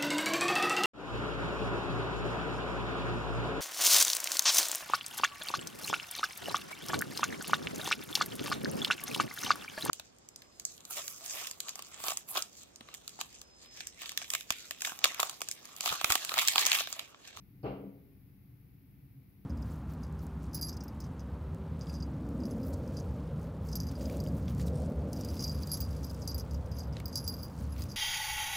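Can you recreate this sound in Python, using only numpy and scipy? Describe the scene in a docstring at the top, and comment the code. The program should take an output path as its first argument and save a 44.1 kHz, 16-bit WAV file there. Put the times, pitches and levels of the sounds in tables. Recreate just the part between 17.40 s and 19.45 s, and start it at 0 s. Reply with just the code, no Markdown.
"""One dull thump against a kitchen window, heard from across the tiled room.
The pane and its frame ring in low modes, the glass gives a faint tick, and the sash thuds and chatters.
The room's reverberation builds up and dies in about half a second, lingering longer in the low mids.
A faint room rumble and microphone hiss lie underneath."""
import sys
import numpy as np
from scipy import signal
from scipy.fft import rfft, irfft
from scipy.io import wavfile

SR = 44100
rng = np.random.default_rng(int(sys.argv[2]) if len(sys.argv) > 2 else 0)


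def dump_mix(stems):
    """Bounce the given channels to the path in sys.argv[1] as a 16-bit WAV at rate SR."""
    frames = np.atleast_2d(stems).T  # one column per channel
    limited = np.clip(frames, -1, 1)  # hard clip at full scale
    pcm = np.round(limited * 32767).astype(np.int16)
    wavfile.write(sys.argv[1], SR, pcm)


N = 90404
TIME_S = np.arange(N) / SR
THUMP_S = .2275


def amp(db):
    """Decibels to gain."""
    return 10 ** (np.asarray(db) / 20)


def unit_rms(x):
    """Scales to rms 1."""
    return x / np.sqrt(np.mean(x ** 2) + 1e-20)


def curve_at(points, hz):
    """Reads a curve on a log-frequency axis."""
    points_hz, values = np.transpose(points)
    return np.interp(np.log(hz + 1), np.log(points_hz + 1), values)


def since(start_s):
    """Seconds since start_s, zero before it."""
    return np.maximum(TIME_S - start_s, 0)


def stereo_noise(colour, pan, correlation):
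    """Stereo noise at rms 1, with its colour, balance and width set by frequency."""
    hz = np.fft.rfftfreq(N, 1 / SR)
    left, independent = rfft(rng.standard_normal((2, N)))
    shared = np.clip(curve_at(correlation, hz), -1, 1)
    right = shared * left + np.sqrt(1 - shared ** 2) * independent
    eq_db = curve_at(colour, hz) + np.outer([.5, -.5], curve_at(pan, hz))
    return unit_rms(irfft(np.array([left, right]) * amp(eq_db), N))


def room_tone():
    """Low room rumble that swells briefly three times, under thin microphone hiss."""
    # spectrum of the rumble and hiss: freq_hz, relative_db
    colour = [(20, -33), (32, -17), (52, -5), (90, -5.5), (130, 1), (168, -9.5), (195, -4), (230, -16.5),
              (285, -5), (318, -21.5), (348, -17), (395, -25.5), (490, -26.5), (580, -35.5), (810, -33.5),
              (1000, -37), (1650, -38), (2200, -33.5), (3100, -42.5), (5100, -44.5), (7200, -54.5),
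              (8600, -56), (9400, -46), (11800, -35), (15500, -33.5)]
    # their balance: freq_hz, left_minus_right_db
    pan = [(60, 3.5), (200, 1), (380, -0.5), (700, 4.5), (1300, .5), (2400, 5), (4400, -2), (8000, 2),
           (15000, 2.5)]
    # their stereo likeness: freq_hz, correlation
    correlation = [(60, 0.88), (280, 0.91), (500, 0.15), (1000, 0.09), (2500, 0.19), (6000, 0),
                   (15000, 0.072)]
    # low tones swelling in the rumble: peak_s, width_s, level_db, pitch_hz
    swells = [(1.141, 0.0131, -52, 131), (1.646, 0.018, -53.5, 119.6), (1.786, 0.024, -48, 135)]
    bed = amp(-57) * stereo_noise(colour, pan, correlation)
    for peak_s, width_s, level_db, pitch_hz in swells:
        envelope = np.exp(-((TIME_S - peak_s) / width_s) ** 2)
        bed += amp(level_db) * envelope * np.sin(2 * np.pi * pitch_hz * since(THUMP_S))
    return bed


def pane_ring():
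    """The window's modes build up after the blow and ring out; the low ones boom once more."""
    # modes of the window and the room it drives: pitch_hz, level_db, t60_s, attack_s
    modes = [(58.7, -37, 0.29, 0.028), (123.9, -36.5, 0.33, 0.012), (136.2, -39.5, 0.74, .01),
             (196.5, -41.5, 0.92, 0.027), (279, -42.5, 1.3, 0.0085), (326.7, -37, .3, 0.014),
             (395.6, -47.5, 1.07, 0.037), (425.3, -43, 0.82, .012), (459.3, -41.5, 0.6, 0.015),
             (477.6, -46.5, 0.46, 0.013), (492.7, -40, 0.63, 0.029), (525.6, -46.5, .7, 0.037),
             (605, -38.5, 0.31, 0.023), (645.5, -48.5, 0.68, .018), (679, -49, 0.6, 0.026),
             (701, -44.5, 0.34, 0.013), (788, -41, 0.45, 0.023), (825, -51, 0.54, 0.014),
             (938, -51, 0.59, 0.018), (1004, -55.5, 0.52, .02), (1036, -52, 0.5, 0.025),
             (1168, -50.5, 0.58, 0.023), (1360, -54.5, .5, 0.016), (2776, -55.5, 0.45, 0.029),
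             (4371, -68.5, .25, .01)]
    boom_s, boom_width_s, boom_db, boom_hz, boom_octaves = .477, .041, 15.5, 198, .55
    boom = np.exp(-((TIME_S - boom_s) / boom_width_s) ** 2)
    t, ring = since(THUMP_S), np.zeros(N)
    for pitch_hz, level_db, t60_s, attack_s in modes:
        lift_db = boom_db * boom * np.exp(-abs(np.log2(pitch_hz / boom_hz)) / boom_octaves)
        attack = 1 - np.exp(-(t / attack_s) ** 2)
        envelope = attack * amp(level_db + lift_db - 60 * t / t60_s)
        ring += envelope * np.sin(2 * np.pi * pitch_hz * t)
    return ring


def room_reverb():
    """Dense reflections of the blow build up, then each band dies at its own speed."""
    # spectrum of the reflections: freq_hz, relative_db
    colour = [(25, -35), (55, -6), (120, -7), (220, -1), (420, -1), (750, -4.5), (1000, -12), (1400, -11.5),
              (1800, -23.5), (2200, -17), (3100, -22), (3500, -32), (4500, -31.5), (5300, -40.5),
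              (6200, -51.5), (9000, -76.5)]
    # their balance: freq_hz, left_minus_right_db
    pan = [(60, -1.5), (300, -1.5), (800, 7), (1400, -1.5), (2400, -4.5), (4500, -8)]
    # their stereo likeness: freq_hz, correlation
    correlation = [(60, 1), (280, 1), (640, 0.19), (1400, 0.28), (3000, 0)]
    # decay of the tiled room: freq_hz, t60_s
    decay_times = [(60, 0.3), (200, 1), (450, 0.86), (1000, 0.58), (2500, 0.55), (5000, 0.5)]
    build_s = .041
    hz, frame_s, bands = signal.stft(stereo_noise(colour, pan, correlation), SR, nperseg=1024)
    decay_db = -60 * np.maximum(frame_s - THUMP_S - build_s, 0) / curve_at(decay_times, hz)[:, None]
    tail = signal.istft(bands * amp(decay_db), SR, nperseg=1024)[1][:, :N]
    build_up = np.minimum(since(THUMP_S) / build_s, 1) ** 1.05
    return amp(-42) * build_up * tail


def glass_tick():
    """A faint bright tick of first contact with the glass, mostly on the right."""
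    centre_hz, width_hz, t60_s = 4680, 450, .12
    hz, t = np.fft.rfftfreq(N, 1 / SR), since(THUMP_S + .003)
    band = np.exp(-.5 * ((hz - centre_hz) / width_hz) ** 2)
    bright_noise = unit_rms(irfft(rfft(rng.standard_normal((2, N))) * band, N))
    envelope = (t > 0) * amp(-66 - 60 * t / t60_s)
    return bright_noise * envelope * amp([[-9], [0]])


def knock(start_s, level_db, pitch_hz, rise_s):
    """A dull pulse of a few cycles whose envelope peaks after rise_s."""
    t = since(start_s)
    envelope = (t / rise_s) ** 2 * np.exp(2 - 2 * t / rise_s)
    return amp(level_db) * envelope * np.sin(2 * np.pi * pitch_hz * t)


def sash_rattle():
    """The sash gives a low thud and chatters in its frame."""
    # short knocks of sash on frame: start_s, level_db, pitch_hz
    knocks = [(.2405, -37, 475), (.2605, -33.5, 423), (.283, -34.5, 475), (.304, -38.5, 622),
              (.327, -44, 620), (.348, -41, 456), (.412, -45.5, 430), (.439, -38.5, 424)]
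    thud = knock(start_s=.255, level_db=-38, pitch_hz=62.3, rise_s=.0083)
    return thud + sum(knock(*row, rise_s=.0025) for row in knocks)


def from_left(sound):
    """Sound from the window reaches the left microphone first and louder."""
    lag_s, tilt_db = .00026, 1.43
    delayed = np.interp(TIME_S - lag_s, TIME_S, sound)
    return np.array([sound * amp(tilt_db), delayed * amp(-tilt_db)])


def scene():
    """The thump in the quiet kitchen."""
    return room_tone() + from_left(pane_ring() + sash_rattle()) + room_reverb() + glass_tick()


def record(dry):
    """The recorder's bass cut and band limit."""
    low_cut_hz, high_cut_hz = 38, 15760
    low_cut = signal.butter(4, low_cut_hz, "high", fs=SR, output="sos")
    high_cut = signal.firwin(801, high_cut_hz, window=("kaiser", 9), fs=SR)
    return signal.oaconvolve(signal.sosfilt(low_cut, dry), high_cut[None], "same")


dry = scene()
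out = record(dry)
dump_mix(out)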